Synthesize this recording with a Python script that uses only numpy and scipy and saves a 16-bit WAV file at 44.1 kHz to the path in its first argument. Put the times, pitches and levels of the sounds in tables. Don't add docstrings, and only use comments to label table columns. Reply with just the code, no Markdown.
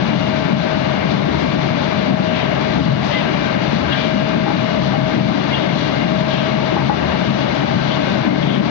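import sys
import numpy as np
from scipy import signal
from scipy.fft import rfft, irfft, next_fast_len
from scipy.io import wavfile
from scipy.ndimage import uniform_filter1d, minimum_filter1d, map_coordinates

SR = 44100
rng = np.random.default_rng(int(sys.argv[2]) if len(sys.argv) > 2 else 0)


def int16_out(signal):
    q = np.round(np.clip(np.atleast_2d(signal).T, -1, 1) * 32767)
    wavfile.write(sys.argv[1], SR, q.astype(np.int16))


N = 383669


def amp(db):
    return 10 ** (np.asarray(db) / 20)


def unit(x):
    return x / np.std(np.atleast_2d(x)[0])


def times():
    return np.arange(N) / SR


def freqs():
    return np.fft.rfftfreq(next_fast_len(N, True), 1 / SR) + 1e-6


def curves(table):
    s, *columns = np.transpose(table)
    return [np.interp(times(), s, column) for column in columns]


def contour(points):
    hz, value = np.transpose(points)
    return np.interp(np.log(freqs()), np.log(hz), value)


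def resonances(modes):
    return sum(db / (1 + (2 * (freqs() - hz) / width) ** 2) for hz, width, db in modes)


def passband(hz, half_width):
    band_db = -40 * np.log10(1 + ((freqs() - hz) / half_width) ** 2)
    treble_loss_db = 10 * np.log10(1 + (freqs() / (2 * hz)) ** 10)
    return band_db - treble_loss_db


def swell(at_s, rise_s, fall_s):
    t = times() - at_s
    return np.exp(-np.minimum((t / np.where(t < 0, rise_s, fall_s)) ** 2, 20))


def walk(rate):
    steps = rng.standard_normal(4096)
    return np.sqrt(3 / 2) * np.interp(times() * rate, np.arange(len(steps)), steps)


def drift(x, share, rate):
    place = np.arange(N) + np.cumsum(share * walk(rate))
    return np.array([map_coordinates(port, [place], order=1, mode="mirror") for port in x])


def white():
    return rfft(rng.standard_normal(next_fast_len(N, True)))


# f/Hz, level/dB
SHADE = [(50, -0.5), (140, -9), (290, -8), (360, -12), (470, -6.5), (600, -9), (780, -7), (1100, -11),
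         (1700, -9), (2700, -11), (4200, -18.5), (7000, -16)]
# f/Hz, coherence (0-1)
COHERENCE = [(30, 1), (130, 1), (310, 0.93), (400, 0.5), (530, 0.83), (660, 0.3), (840, 0.6), (1200, 0.2),
             (2800, 0.2), (4000, 0.2)]
PORT_LAG_MS = 1.0


def field(colour_db):
    left = white()
    alike = np.clip(contour(COHERENCE), 0, 1)
    delayed = np.exp(-2j * np.pi * freqs() * PORT_LAG_MS / 1000) * left
    right = amp(contour(SHADE)) * (alike * delayed + np.sqrt(1 - alike ** 2) * white())
    return unit(irfft(np.array([left, right]) * amp(colour_db))[:, :N])


def tone(hz, scatter, flutter_rate, right_db, lag_ms):
    carrier = np.exp(2j * np.pi * np.cumsum(hz) / SR)
    ports = []
    for direct in (1, np.exp(-2j * np.pi * np.mean(hz) * lag_ms / 1000)):
        reflections = scatter * (walk(flutter_rate) + 1j * walk(flutter_rate))
        ports.append((carrier * (direct + reflections)).real)
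    return unit(np.array(ports)) * amp([[0], [right_db]])


# f/Hz, relative level/dB
RUMBLE_COLOUR = [(18, -45.5), (30, -33), (50, -25.5), (64, -16), (76, -16.5), (108, -11), (135, -5.5),
                 (200, -1), (240, -4.5), (305, -3), (350, -10), (440, -16.5), (700, -26.5), (2000, -84)]
# f/Hz, width/Hz, lift/dB
BODY_MODES = [(75.5, 3.6, 6.5), (91, 6, 3.5), (138.8, 14, 8.5), (172, 4.2, 5), (193.7, 6.8, 2.5),
              (215.6, 8, 3)]
# t/s, half length/s, lift of the rumble/dB, ripple f/Hz
ROUGH_PATCHES = [(0.15, 0.16, 3, 202), (0.2, .08, 3, 75), (0.31, 0.045, 3.5, 140),
                 (0.542, 0.049, 11.5, 195), (1.165, 0.062, 10.5, 203), (1.3, .04, 7.5, 290),
                 (1.413, 0.06, 3, 302), (1.563, .04, 4, 302), (1.46, 0.044, 3.5, 150),
                 (1.72, 0.039, 7.5, 160), (1.997, 0.029, 1.5, 200), (2.12, 0.035, 6, 298),
                 (2.175, 0.096, 9, 182), (2.794, 0.034, 12.5, 242), (2.927, 0.085, 14.5, 150),
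                 (3.277, 0.03, 3, 300), (3.433, 0.042, 4, 85), (3.75, 0.051, 5.5, 185),
                 (4.193, .05, 7, 194), (4.378, 0.051, 10.5, 214), (4.57, 0.1, 6.5, 175),
                 (4.832, 0.059, 5, 155), (4.977, 0.069, 10, 148), (5.08, 0.037, 9, 85),
                 (5.17, 0.044, 7, 300), (5.25, 0.053, 11.5, 149), (5.344, 0.13, 5.5, 297),
                 (5.754, 0.031, 5, 165), (6.14, 0.13, 5.5, 220), (6.582, 0.03, 5, 190),
                 (6.757, .035, 6, 300), (6.873, 0.058, 6.5, 151), (7.306, 0.069, 6.5, 184),
                 (7.779, 0.059, 10, 156), (8.29, 0.16, 5, 300), (8.42, 0.23, 5.5, 172),
                 (8.62, 0.16, 7, 239)]
RUMBLE_BANDS = [80, 140, 200, 300]
RUMBLE_DB = -16.5


def rumble(steadiness=0.33, reach_octaves=0.57):
    boom = rfft(field(contour(RUMBLE_COLOUR) + resonances(BODY_MODES)), next_fast_len(N, True))
    patches = [(db * swell(s, half, half), hz) for s, half, db, hz in ROUGH_PATCHES]
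    out = 0
    for centre, share in zip(RUMBLE_BANDS, np.eye(len(RUMBLE_BANDS))):
        band = irfft(boom * contour(list(zip(RUMBLE_BANDS, share))))[:, :N]
        surge = uniform_filter1d(band[0] ** 2, size=SR // 7) / np.var(band[0])
        evened_band = band / surge ** (steadiness / 2)
        rough_db = sum(lift * np.exp(-(np.log2(centre / hz) / reach_octaves) ** 2)
                       for lift, hz in patches)
        out = out + evened_band * amp(RUMBLE_DB + rough_db)
    return out


# f/Hz, relative level/dB
ROAR_COLOUR = [(150, -33), (380, 2), (500, -1.5), (590, 7.5), (690, 1.5), (830, -1.5), (1000, -2.5),
               (1400, -5), (2200, -8.5), (2900, -10.5), (4000, -32.5), (7000, -75)]
# f/Hz, half-width/Hz, level/dB before ring_db and the roar's level
WHEEL_MODES = [(848, 19, -7), (1143, 61, -6.5), (1583, 80, -3.5), (2138, 150, -4), (2860, 96, -6.5)]
# t/s, level/dB before trim_db
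ROAR = [(0.0, -25.5), (0.85, -24.5), (1.5, -25), (2.2, -24.5), (3.8, -24.5), (4.7, -24.5), (5.6, -25),
        (6.6, -24.5), (7.7, -24.5), (8.7, -24)]


def roar(trim_db=6, flicker_db=0.5, ring_db=-12, wander_db=1.84):
    level_db, = curves(ROAR)
    wash = field(contour(ROAR_COLOUR)) * amp(flicker_db * walk(15))
    rings = 0
    for hz, half_width, db in WHEEL_MODES:
        ring = drift(field(passband(hz, half_width)), share=.007, rate=4)
        rings = rings + ring * amp(db + ring_db + wander_db * walk(8.3))
    return (wash + rings) * amp(level_db + trim_db)


# f/Hz, relative level/dB
HISS_COLOUR = [(900, -27), (2000, -8), (2700, -9), (3400, 2.5), (4100, 0), (4800, -5.5), (5200, -10.5),
               (5900, -12.5), (6500, -19), (7100, -29), (7700, -43.5), (8300, -70), (12000, -61.5),
               (15000, -72)]
HISS_DB = -29


def hiss(flicker_db=1.2):
    return field(contour(HISS_COLOUR)) * amp(HISS_DB + flicker_db * walk(24))


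# t/s, f/Hz
GEAR_PITCH = [(0, 633), (.5, 631.5), (1.7, 631.4), (3, 632.5), (4, 633), (5.5, 634), (6.5, 634.7),
              (8.7, 635.6)]
# t/s, level/dB before trim_db
GEAR_LOAD = [(0.0, -48), (0.1, -36), (0.27, -27), (0.48, -29.5), (0.57, -31), (0.66, -26), (1.1, -37.5),
             (1.37, -37), (1.52, -36), (1.66, -33), (1.75, -36), (1.88, -33.5), (2.15, -28), (2.3, -23.5),
             (2.45, -33), (2.8, -30), (3.3, -37), (3.6, -33.5), (3.8, -41), (4.05, -26.5), (4.4, -28),
             (4.54, -36), (4.64, -25), (4.93, -30.5), (5.08, -23.5), (5.2, -31), (5.6, -34), (6.03, -33),
             (6.13, -24.5), (6.4, -30), (6.73, -26), (6.82, -39), (6.95, -46), (7.08, -29), (7.65, -37),
             (8.15, -32), (8.69, -43)]


def gear_hum(trim_db=6.0):
    hz, = curves(GEAR_PITCH)
    load_db, = curves(GEAR_LOAD)
    note = tone(hz, scatter=0.027, flutter_rate=10, right_db=-14.0, lag_ms=0.34)
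    return note * amp(load_db + trim_db)


# f/Hz, level/dB relative to the whistle
DRIVE_TONES = [(2040, -14), (2104, -12.5), (2222, -13.5), (2357.5, 1.5), (2491.7, -6), (2762, -7.5),
               (4715, -11)]
# t/s, level/dB
WHISTLE = [(0, -39), (.45, -40), (.72, -37), (1.0, -38.5), (1.27, -43), (1.5, -37.5), (2.0, -35.5),
           (2.2, -41), (2.45, -40), (2.72, -38.5), (2.92, -45), (3.1, -38), (3.35, -35.5), (3.58, -39.5),
           (4.05, -35), (4.35, -33), (4.56, -39.5), (4.9, -51), (5.07, -34), (5.4, -41), (5.7, -39.5),
           (6.22, -36), (6.5, -43), (6.72, -41), (7.35, -44), (8.17, -37.5), (8.45, -42), (8.7, -40)]


def drive_whistle(waver_hz=1.2):
    level_db, = curves(WHISTLE)
    tones = 0
    for hz, db in DRIVE_TONES:
        wavering_hz = hz + waver_hz * walk(5)
        tones = tones + amp(db) * tone(wavering_hz, scatter=0.32, flutter_rate=13,
                                       right_db=-16.5, lag_ms=0.99)
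    return tones * amp(level_db)


# t/s, half length/s, f/Hz, level/dB
SQUEALS = [(0.225, .12, 2850, -32), (3.17, 0.041, 2046, -22), (3.926, 0.064, 1606, -26),
           (3.922, 0.023, 2840, -25), (5.528, .011, 2134, -20.5), (5.544, .011, 3340, -19),
           (5.545, .021, 2820, -19), (7.04, 0.29, 912, -33), (7.69, 0.11, 792, -24)]


def squeals():
    out = 0
    for s, half, hz, db in SQUEALS:
        ring = tone(np.full(N, hz), scatter=.4, flutter_rate=80, right_db=-7, lag_ms=.5)
        out = out + ring * swell(s, half, half) * amp(db)
    return out


# t/s, level/dB, floor thud level/dB, pitch ratio
KNOCKS = [(1.294, -8, -15.5, 0.94), (1.343, -10, -29, 1.12), (2.756, -10, -14, 0.94), (2.871, -8.5, -31, 1),
          (3.809, -17, -17.5, 1.26), (4.462, -6, -29, 0.97), (4.478, -7.5, -38, 1.03),
          (4.5, -5.5, -44, .99), (4.933, -4.5, -33, 0.96), (5.295, -7.5, -31, 0.92), (6.764, -2, -26, .985),
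          (6.815, -12, -29, 1.1), (6.894, 2.5, -19, 1.005), (6.926, -5.5, -34, 1), (7.023, -29, -18, 1)]
# f/Hz, level/dB before the ring is scaled to peak 1, t60/s
KNOCK_MODES = [(313, 6.5, 0.083), (521, -5, 0.075), (790, -3, 0.08), (831.5, 6, 0.11), (874, -6, 0.055),
               (1043, -7, 0.11), (1138, -0.5, 0.062), (1313, -12, 0.13), (1444, -16, 0.13),
               (1920, -14.5, 0.19)]
# f/Hz, level/dB relative to the thud, t60/s
FLOOR_MODES = [(77.2, -0.5, 0.5), (91, -4.5, 0.37)]


def knocks(car_t60_s=0.35, tail_db=-6, right_db=-8, ring_spread=0.0042, push_s=0.0013,
           floor_rise_s=0.018, clatter_db=-18, clatter_t60_s=0.18):
    t = np.arange(SR // 2) / SR

    def decaying_modes(modes, ratios):
        return sum(amp(db - 60 * t / t60) * np.sin(2 * np.pi * hz * ratio * t)
                   for (hz, db, t60), ratio in zip(modes, ratios))

    thud = decaying_modes(FLOOR_MODES, np.ones(len(FLOOR_MODES))) * (1 - np.exp(-t / floor_rise_s))
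    panels = signal.butter(4, [300, 1600], "bandpass", fs=SR, output="sos")
    out = np.zeros((2, N + SR))
    for s, db, thud_db, pitch in KNOCKS:
        detune = pitch * (1 + ring_spread * rng.standard_normal(len(KNOCK_MODES)))
        ring = decaying_modes(KNOCK_MODES, detune)
        ring = ring * (1 - np.exp(-t / push_s)) ** 2
        ring = ring / np.abs(ring).max()
        for port, (lag_ms, port_db) in enumerate([(0, 0), (PORT_LAG_MS, right_db)]):
            reverberation = rng.standard_normal(len(t)) * amp(-60 * t / car_t60_s)
            tail = unit(signal.fftconvolve(ring, reverberation)[:len(t)]) * np.std(ring)
            rattle = unit(signal.sosfilt(panels, rng.standard_normal(len(t))))
            clatter = rattle * amp(clatter_db - 60 * t / clatter_t60_s)
            blow = amp(db) * (ring + clatter + amp(tail_db) * tail) + amp(thud_db) * thud
            start = int((s + lag_ms / 1000) * SR)
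            out[port, start:start + len(t)] += amp(port_db) * blow
    return out[:, :N]


# t/s, rise/s, fall/s, level/dB, centre f/Hz, half-width/Hz
SCUFFS = [(1.42, 0.11, 0.081, -35.5, 4550, 1520), (2.38, 0.09, 0.095, -22.5, 2500, 1400),
          (2.83, 0.023, 0.05, -29, 4080, 1510), (3.06, 0.033, 0.1, -36.5, 4850, 1700),
          (3.16, 0.052, 0.1, -22, 2800, 1700), (3.929, 0.0035, 0.01, -15, 3080, 800),
          (3.945, 0.048, 0.13, -23, 3240, 1410), (3.93, 0.037, 0.09, -22.5, 1760, 900),
          (5.545, 0.016, 0.025, -23, 3100, 800), (5.62, 0.077, 0.083, -28, 3170, 1390),
          (6.33, 0.03, 0.15, -25.5, 2980, 984), (7.92, 0.035, 0.065, -24.5, 3180, 1410),
          (8.428, .004, 0.013, -23.5, 3180, 695), (8.51, 0.048, 0.086, -24, 3280, 750)]
# f/Hz, width/Hz, lift/dB
FLANGE_MODES = [(2850, 90, 3.5), (3110, 70, 2.5), (3350, 190, 4), (3740, 67, 6)]


def scuffs(grit_db=0.9):
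    grit = amp(grit_db * walk(160))
    ringing = resonances(FLANGE_MODES)
    out = 0
    for s, rise, fall, db, hz, half_width in SCUFFS:
        rub = field(passband(hz, half_width) + ringing)
        out = out + rub * swell(s, rise, fall) * amp(db)
    return grit * out


def scene():
    rolling = rumble() + roar() + hiss()
    machines = gear_hum() + drive_whistle()
    return rolling + machines + squeals() + knocks() + scuffs()


TOP_HZ = 15400


def record(dry, knee_db=-14.5, squeeze=0.74, follow_s=0.023):
    pole = np.exp(-1 / (follow_s * SR))
    loudness = np.sqrt(signal.lfilter([1 - pole], [1, -pole], dry[0] ** 2))
    held = dry * np.maximum(loudness / amp(knee_db), 1) ** -squeeze
    headroom = 1 / np.maximum(np.abs(held[0]) / .83, 1)
    limiter = uniform_filter1d(minimum_filter1d(headroom, size=SR // 200), size=SR // 200)
    fade_in = np.sin(np.pi / 2 * np.minimum(times() / .001, 1))
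    top_cut = signal.ellip(8, .2, 70, TOP_HZ, fs=SR, output="sos")
    return signal.sosfilt(top_cut, held * limiter * fade_in)


dry = scene()
out = record(dry)
int16_out(out)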